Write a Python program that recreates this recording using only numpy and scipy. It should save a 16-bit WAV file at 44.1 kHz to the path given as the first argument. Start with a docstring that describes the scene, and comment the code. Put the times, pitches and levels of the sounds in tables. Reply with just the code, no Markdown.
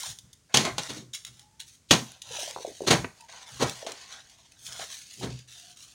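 """Beating the dust off a bed

In a small bedroom a cloth flutters through the air, slaps the mattress and drags over the sheet.
Each blow squeezes out trapped air, cracks the cloth and sets the mattress booming. Hands gather and
smooth the fabric, its threads catching and slipping in a grainy hiss; creases snap, and a pillow is
shifted and dropped. Faint whistling tones and a steady room noise lie underneath."""
import sys
import numpy as np
from scipy import signal
from scipy.fft import rfft, irfft, next_fast_len
from scipy.io import wavfile
from scipy.ndimage import map_coordinates

SR = 44100
rng = np.random.default_rng(int(sys.argv[2]) if len(sys.argv) > 2 else 0)


def to_wav(sig):
    """Store sig (one row per channel, or 1-D mono) as 16-bit WAV at the path in sys.argv[1].

    Samples outside -1..1 are clipped; the rate is SR.
    """
    pcm = np.clip(np.atleast_2d(sig), -1, 1) * 32767
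    pcm = np.round(pcm).astype(np.int16)
    wavfile.write(sys.argv[1], SR, pcm.T)  # frames by channels


N = 262157
TIME = np.arange(N) / SR


def slaps(swish_s=0.022, swish_db=-34, boom_db=-7.5, quick_rise_s=0.0089, gain_db=-2.3):
    """Each blow squeezes out trapped air and cracks the cloth; the heavy mattress booms on longer."""
    # cloth or pillow landing on the bed:
    # (time [s], rise [s], fall [s], relative thump [dB], relative smack [dB], relative crack [dB])
    blows = [(0.5398, 0.0055, 0.018, -23, -19, -12.5), (0.5714, 0.00042, 0.0012, -26, -34, -5),
             (0.651, 0.0007, 0.0085, -35, -27, -25.5), (0.781, 0.0012, 0.0054, -33, -25, -19.5),
             (0.885, 0.02, 0.0078, -39, -37, -31.5), (0.945, .035, 0.015, -44.5, -53, -46),
             (1.9071, 0.0052, 0.0093, -16, -12.5, -6.5), (2.864, 0.021, 0.0095, -25.5, -21.5, -18.5),
             (2.903, 0.0094, 0.011, -19.5, -14.5, -13.5), (3.044, 0.0022, 0.0015, -29, -22.5, -44),
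             (3.594, 0.038, 0.0079, -27, -19, -23.5), (3.865, 0.00053, 0.017, -81, -36.5, -32.5),
             (4.79, 0.006, 0.0057, -49, -41, -36), (5.157, 0.085, .008, -43.5, -72, -48),
             (5.212, 0.031, 0.012, -32.5, -33, -36.5)]
    # spectra of a blow's four layers: (frequency [Hz], level [dB])
    thump_spectrum = [(90, -25), (150, 0), (240, -2), (340, -1.5), (450, -6.5), (700, -23)]
    boom_spectrum = [(35, -22.5), (60, -7), (95, -5), (125, 5.5), (170, -4), (260, -21.5)]
    smack_spectrum = [(200, -11.5), (400, -2), (800, -1), (1500, -5.5), (2300, -5), (3600, -23.5)]
    crack_spectrum = [(1400, -22), (2800, -0.5), (4300, 1.5), (5000, -6), (6600, -1), (7600, -10.5),
                      (9500, -11), (11500, -23.5), (16000, -26.5)]
    thump = colour(rng.standard_normal(N), thump_spectrum)
    boom = colour(rng.standard_normal(N), boom_spectrum)
    smack = fibres(smack_spectrum, clump_db=0, clump_rate=500)
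    crack = fibres(crack_spectrum, clump_db=1.5, clump_rate=730)
    out = np.zeros(N)
    for s, rise, fall, thump_db, smack_db, crack_db in blows:
        swish = contact(crack, s - swish_s, swish_s, fall)  # just ahead of the hit
        add(out, s - swish_s, from_db(crack_db + swish_db) * swish)
        # a slow, soft landing presses deeper into the mattress and has a duller smack
        weight_db = boom_db + 1.5 * np.log2(rise / quick_rise_s)
        top_hz = np.clip(3200 * np.sqrt(quick_rise_s / rise), 600, 8000)
        padding = signal.butter(2, top_hz, fs=SR, output="sos")
        padded_smack = signal.sosfilt(padding, landing(smack, s, rise, fall, settle_db=-8) + 1e-18)
        add(out, s, from_db(thump_db + weight_db) * landing(boom, s, 1.38 * rise, 1.38 * fall))
        add(out, s, from_db(thump_db) * landing(thump, s, 1.05 * rise, 1.05 * fall))
        add(out, s, from_db(smack_db) * padded_smack)
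        add(out, s, from_db(crack_db) * landing(crack, s, rise, fall, settle_db=-15))
    return from_db(gain_db) * out


def landing(texture, s, rise, fall, settle_db=-5, settle_stretch=2.76):
    """The leading part of the cloth hits; as that dies, the rest settles more slowly."""
    out = np.zeros(N)
    add(out, s, contact(texture, s, rise, fall))
    after = s + rise + fall
    add(out, after, from_db(settle_db) * contact(texture, after, fall, settle_stretch * fall))
    return out[round(s * SR):][:SR // 2]


def contact(texture, s, rise, fall):
    """The touching area grows, then the cloth comes to rest; about unit rms at the top."""
    rise, start = max(rise, 1e-4), round(s * SR)
    t = TIME[:min(int((rise + 6 * fall) * SR), N - start)]
    envelope = np.minimum(t / rise, 1) * np.exp(-np.maximum(t - rise, 0) / fall)
    burst = envelope * texture[start:][:len(t)]
    return rms_one(burst) * np.sqrt(np.mean(envelope ** 2))


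def flaps(flutter_db=-14, flutter_gap_s=0.0069, spread_octaves=0.78, ripples=6):
    """A fold whips over and pushes the air for a few cycles; the free edge flutters on, unevenly."""
    out, t = np.zeros(N), TIME[:SR // 10]

    def push(hz, cycles):
        age = t * hz / cycles
        return (age * np.exp(1 - age)) ** 2 * np.sin(2 * np.pi * (hz * t + rng.random()))

    for s, level_db, hz, cycles in folds():
        add(out, s, from_db(level_db) * push(hz, cycles))
        for k, (late, detune, size) in enumerate(rng.uniform(-1, 1, (ripples, 3))):
            ripple = push(0.94 * hz * 2 ** (spread_octaves * detune), cycles=1.1)
            ripple_db = level_db + flutter_db - 0.5 * k + 5.6 * size
            add(out, s + flutter_gap_s * (k + 1 + 0.45 * late), from_db(ripple_db) * ripple)
    return out


def folds(count=3, gap_s=0.024, fade_db=11, pitch_ratio=0.87):
    """A flap runs on through the next folds, each later, weaker and lower."""
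    # loose cloth puffing out air: (time [s], peak [dB], pitch [Hz], rise [cycles])
    puffs = [(0.036, -34, 940, 1.9), (0.903, -40, 446, 2.2), (0.965, -41.5, 320, 2.4),
             (2.015, -36.5, 232, 3.4), (2.305, -39.5, 490, 3.8), (2.3849, -32.5, 613, 2.8),
             (2.428, -35.5, 704, 2.8), (2.476, -33, 630, 2.5), (2.5623, -22, 855, 0.67),
             (2.648, -22, 620, 1.45), (2.806, -24, 550, 0.84), (2.818, -24, 420, 0.9),
             (2.88, -20.5, 376, 1.3), (3.623, -18.5, 420, 1.24), (3.827, -32, 580, 1.56),
             (3.869, -24.5, 640, 1.06), (4.796, -31.5, 724, 1.4), (5.211, -38, 800, 1.6)]
    return [(s + k * gap_s, level_db - k * fade_db, hz * pitch_ratio ** k, cycles)
            for s, level_db, hz, cycles in puffs for k in range(count)]


def sliding(hiss_db=-4.5, rub_db=-5.5, sheen_hz=7000, snags_per_s=25, snag_db=-9.5, stutter_db=2):
    """Fabric drags over fabric: a grainy, stuttering hiss and a lower rub, with tiny snags."""
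    # spectra of the sliding sheet: (frequency [Hz], level [dB])
    hiss_spectrum = [(1200, -20.5), (1600, -10), (2400, -7), (3100, 0.5), (4200, 0), (4900, -3), (6500, 2),
                     (7400, -6), (9600, -7), (11500, -20), (16000, -19)]
    rub_spectrum = [(280, -24), (450, -13), (700, 2), (950, 3), (1200, -0.5), (1600, 0), (2200, -4.5),
                    (3000, -20)]
    hiss_gain, sheen_gain, rub_gain = strokes()
    catches = (rng.random(N) < snags_per_s / SR) * rng.uniform(0.24, 1, N)
    snag_envelope = signal.lfilter([1], [1, -np.exp(-1 / (0.001 * SR))], catches + 1e-18)  # 1 ms decay
    snags = colour(snag_envelope * rng.standard_normal(N), hiss_spectrum)
    grain = fibres(hiss_spectrum, clump_db=2, clump_rate=490) + from_db(snag_db) * snags
    treble = signal.sosfiltfilt(signal.butter(2, sheen_hz, "high", fs=SR, output="sos"), grain)
    sheen = sheen_gain * from_db(drift(18)) * treble  # flickers by about 1 dB
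    hiss = hiss_gain * (grain - treble) + sheen
    rub = rub_gain * fibres(rub_spectrum, clump_db=3, clump_rate=61)
    return (from_db(hiss_db) * hiss + from_db(rub_db) * rub) * from_db(stutter_db * drift(35))


def strokes(attack_s=0.014, release_s=0.025):
    """Each stroke sets in, gains or loses speed and dies away: envelopes for hiss, sheen and rub."""
    # strokes of fabric over fabric: (time [s], length [s], relative level [dB],
    # swell from start to end [dB], rub offset [dB], treble sheen offset [dB])
    gestures = [(-0.02, 0.13, -38, -4.5, -10, 5), (0.237, 0.11, -68.5, -4, -1, -8),
                (0.489, .06, -64, -7, 8.5, 3), (0.639, 0.041, -45.5, -0.5, 18.5, -10),
                (0.804, .19, -40.5, -6, -4.5, -0.5), (1.16, 0.15, -51, -4, -13.5, -6),
                (1.313, 0.1, -55, 2, -11, 2), (1.66, 0.1, -57, 0, -21, 5.5),
                (2.037, 0.14, -50.5, -2, -7, -22), (2.221, 0.15, -41, 17, -7.5, -4),
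                (2.385, 0.12, -33.5, -10, -7.5, -1.5), (2.52, .33, -46, -3, -12.5, 1),
                (3.07, 0.17, -58, 13, -3, -1), (3.28, .19, -46.5, -4, -3, -7.5),
                (3.455, 0.17, -42.5, 14, -4.5, -0.5), (3.653, 0.28, -42.5, -10.5, -3, 0.5),
                (3.931, 0.28, -45, -3, -5, -8.5), (4.226, 0.54, -58, -10, -8, -4),
                (4.569, 0.084, -55.5, 21, -23, 9), (4.669, 0.15, -42.5, 13.5, -7.5, 0.5),
                (4.823, 0.12, -39.5, 7, -13.5, 1), (4.962, 0.3, -46, -1.5, -21, 2.5),
                (5.283, 0.13, -48, -1.5, -31, -10), (5.472, 0.25, -48, -3, -20.5, -0.5),
                (5.756, 0.18, -49.5, -6.5, -15.5, 2)]
    power = np.zeros((3, N))
    for s, length, level_db, swell_db, rub_db, sheen_db in gestures:
        span = slice(max(round(s * SR), 0), round((s + length + 10 * release_s) * SR))
        t = TIME[span] - s
        envelope = np.clip(t / attack_s, 0, 1) * np.exp(-np.maximum(t - length, 0) / release_s)
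        speed = from_db(level_db + swell_db * (np.minimum(t / length, 1) - 0.5))
        power[:, span] += (from_db([[0], [sheen_db], [rub_db]]) * envelope * speed) ** 2
    return np.sqrt(power)


def creases(swipe_s=0.024):
    """Creases snap taut and hands swipe: bright and weightless, as a small fold has no low notes."""
    # snaps and short swipes: (time [s], level before the low cut [dB], fall [s], low cut [Hz])
    snaps = [(0.187, -34.5, 0.004, 3840), (0.33, -38.5, 0.0039, 5000), (1.131, -31, .017, 2100),
             (1.249, -28.5, 0.0032, 2740), (1.259, -42.5, 0.016, 1200), (1.394, -42, 0.0037, 2160),
             (1.594, -36.5, 0.016, 1750), (2.119, -36.5, 0.00088, 880), (2.217, -33, 0.0054, 2820),
             (2.51, -25, 0.0008, 2010), (3.206, -44, 0.0052, 900), (3.696, -22.5, 0.0017, 2500),
             (3.918, -30.5, 0.0036, 3500), (4.297, -45.5, 0.0036, 2510), (4.52, -45, .0027, 2500),
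             (4.65, -36, 0.019, 2520), (4.93, -37, .0014, 2000), (5.016, -39, 0.0028, 1990),
             (5.389, -41.5, .0037, 3120)]
    # spectrum of a snapping crease: (frequency [Hz], level [dB])
    snap_spectrum = [(700, -1), (1800, -3.5), (3500, 5), (5200, -2.5), (6500, 4), (7800, -5), (10000, -4),
                     (12000, -19.5), (16000, -15.5)]
    out, texture = np.zeros(N), fibres(snap_spectrum, clump_db=-3, clump_rate=870)
    for s, level_db, fall, low_cut_hz in snaps:
        low_cut = signal.butter(2, low_cut_hz, "high", fs=SR, output="sos")
        rise = fall ** 2 / swipe_s  # a long swipe sets in softly
        add(out, s, from_db(level_db) * signal.sosfilt(low_cut, contact(texture, s, rise, fall)))
    return out


def heaves(gain_db=-3.5):
    """The mattress heaves, dull and soft, as weight shifts on it."""
    # shifts of weight: (time [s], rise [s], fall [s], relative level [dB])
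    shifts = [(0.051, 0.063, 0.017, -45), (0.22, .03, 0.038, -51), (0.68, 0.07, 0.038, -41.5),
              (1.26, 0.058, 0.047, -51.5), (2.25, 0.065, 0.087, -53.5), (2.96, 0.087, 0.0093, -35),
              (3.50, 0.061, 0.022, -46.5), (4.63, 0.062, .09, -54), (5.27, 0.046, 0.055, -39)]
    # spectrum of the moving mattress: (frequency [Hz], level [dB])
    mattress_spectrum = [(25, -21), (45, -14), (65, 4.5), (95, -1), (125, 5.5), (180, -5), (300, -18),
                         (500, -25)]
    out, texture = np.zeros(N), colour(rng.standard_normal(N), mattress_spectrum)
    for s, rise, fall, level_db in shifts:
        add(out, s, from_db(level_db + gain_db) * contact(texture, s, rise, fall))
    return out


def whistles(width_hz=70):
    """Faint, airy tones, each a narrow band of noise that glides, swells and fades."""
    # thin background tones: (time [s], length [s], level [dB], starting pitch [Hz], glide [Hz/s])
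    tones = [(1.356, 0.31, -66, 824, 299.5), (3.198, 0.061, -50, 950, -900), (5.55, 0.22, -62, 709, 7)]
    out, blur = np.zeros(N), (drift(width_hz) + 1j * drift(width_hz)) / np.sqrt(2)
    for s, length, level_db, hz, glide in tones:
        t = TIME[:int(length * SR)]
        sweep = np.exp(2j * np.pi * (hz + glide * t / 2) * t)
        tone = np.real(blur[round(s * SR):][:len(t)] * sweep)
        add(out, s, from_db(level_db) * np.sqrt(np.sin(np.pi * t / length)) * tone)
    return out


def body_echoes(x, bounce=0.36, nearest_s=0.0005, count=3):
    """Short echoes off the moving arms and back make peaks and notches that wander."""
    out = x
    for k in range(count):
        lag_s = nearest_s * 2 ** k * np.exp(0.22 * drift(5))
        echo = map_coordinates(x, [np.arange(N) - lag_s * SR], order=3)
        out = out + bounce * (-1) ** k * echo
    return out / np.sqrt(1 + count * bounce ** 2)


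def bedroom(x, wet_db=-9.5, patterns=6):
    """The echo pattern changes as the cloth moves about; standing waves ring between the walls."""
    # standing waves: (frequency [Hz], width [Hz], relative gain [dB])
    room_modes = [(125.2, 5.1, -0.5), (253, 11, -4.5), (324, 7.8, -10.5), (460, 14, -14), (798, 6.6, -10.5),
                  (1033, 6.6, -6.5)]
    out, centres_s = x, np.linspace(0, TIME[-1], patterns)
    for s in centres_s:
        crossfade = np.sqrt(np.maximum(1 - np.abs(TIME - s) / centres_s[1], 0))
        out = out + from_db(wet_db) * signal.oaconvolve(x * crossfade, room_tail())[:N]
    for hz, width_hz, mode_db in room_modes:
        out = out + from_db(mode_db) * signal.lfilter(*signal.iirpeak(hz, hz / width_hz, fs=SR), x)
    return out / np.sqrt(1 + from_db(wet_db) ** 2)


def room_tail(first_echo_s=0.0017):
    """One pattern of diffuse echoes, dying band by band; about unit gain."""
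    # reverberation of the bedroom: (frequency [Hz], time to fall 60 dB [s])
    room_t60 = [(100, 0.18), (300, 0.17), (1000, 0.31), (4000, 0.21), (12000, 0.48)]
    t, edges_hz = TIME[:SR // 2], np.geomspace(40, 18000, 10)
    tail = np.zeros(len(t))
    for low, high in zip(edges_hz, edges_hz[1:]):
        band_pass = signal.butter(2, [low, high], "band", fs=SR, output="sos")
        decay = np.exp(-np.log(1000) * t / at_hz(room_t60, np.sqrt(low * high)))
        band = signal.sosfilt(band_pass, rng.standard_normal(len(t))) * decay * (t > first_echo_s)
        tail += band * np.sqrt(2 * (high - low) / SR / np.sum(band ** 2))
    return tail


def room_tone(level_db=-64.5):
    """The still room: a faint, steady rumble with a trace of hiss."""
    # spectrum of the still room: (frequency [Hz], level [dB])
    quiet_spectrum = [(25, -15), (60, 2), (120, 1), (350, -12), (700, -20.5), (1200, -19), (3000, -20.5),
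                      (6300, -16), (9500, -21), (12000, -33), (16000, -33)]
    return from_db(level_db) * colour(rng.standard_normal(N), quiet_spectrum)


def fibres(spectrum, clump_db, clump_rate):
    """Countless threads catch and slip, in clumps of uneven strength."""
    noise = rng.standard_normal(N)
    clumps = from_db(clump_db * np.clip(drift(clump_rate), -2, 2))
    return colour(noise * clumps, spectrum)


def colour(x, spectrum):
    """Give a steady texture a spectrum that falls away past both ends; unit rms."""
    size = next_fast_len(N, real=True)
    hz = np.maximum(np.fft.rfftfreq(size, 1 / SR), 1)
    skirts = np.minimum(hz / spectrum[0][0], 1) ** 2 * np.minimum(spectrum[-1][0] / hz, 1) ** 2
    shaped = rfft(x, size) * from_db(at_hz(spectrum, hz)) * skirts
    return rms_one(irfft(shaped, size)[:N])


def drift(rate):
    """A random wander of unit rms, taking rate steps a second."""
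    return rms_one(np.interp(TIME * rate, np.arange(N), rng.standard_normal(N)))


def at_hz(points, hz):
    """Read a table on a log-frequency axis."""
    known_hz, values = np.transpose(points)
    return np.interp(np.log(hz), np.log(known_hz), values)


def add(out, s, sound):
    """Mix a short sound in at time s."""
    start = max(round(s * SR), 0)
    out[start:start + len(sound)] += sound[:N - start]


def from_db(db):
    """Decibels to gain."""
    return 10 ** (np.asarray(db) / 20)


def rms_one(x):
    """Scale a sound to unit power."""
    return x / np.sqrt(np.mean(x ** 2) + 1e-20)


def scene():
    """Cloth, bed and faint whistles sound in the bedroom, over its room tone."""
    quiet = room_tone()
    direct = slaps() + flaps() + heaves() + whistles() + body_echoes(creases() + sliding())
    return (bedroom(direct) + quiet)[None]


def record(dry, bass_cut_hz=48, top_cut_hz=16200):
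    """A small microphone loses the deep bass, clips any peak past full scale and cuts the top."""
    bass_cut = signal.butter(2, bass_cut_hz, "high", fs=SR, output="sos")
    top_cut = signal.ellip(12, 0.1, 85, top_cut_hz, fs=SR, output="sos")
    clipped = np.clip(signal.sosfilt(bass_cut, dry), -1, 1)
    return signal.sosfilt(top_cut, clipped)


dry = scene()
out = record(dry)
to_wav(out)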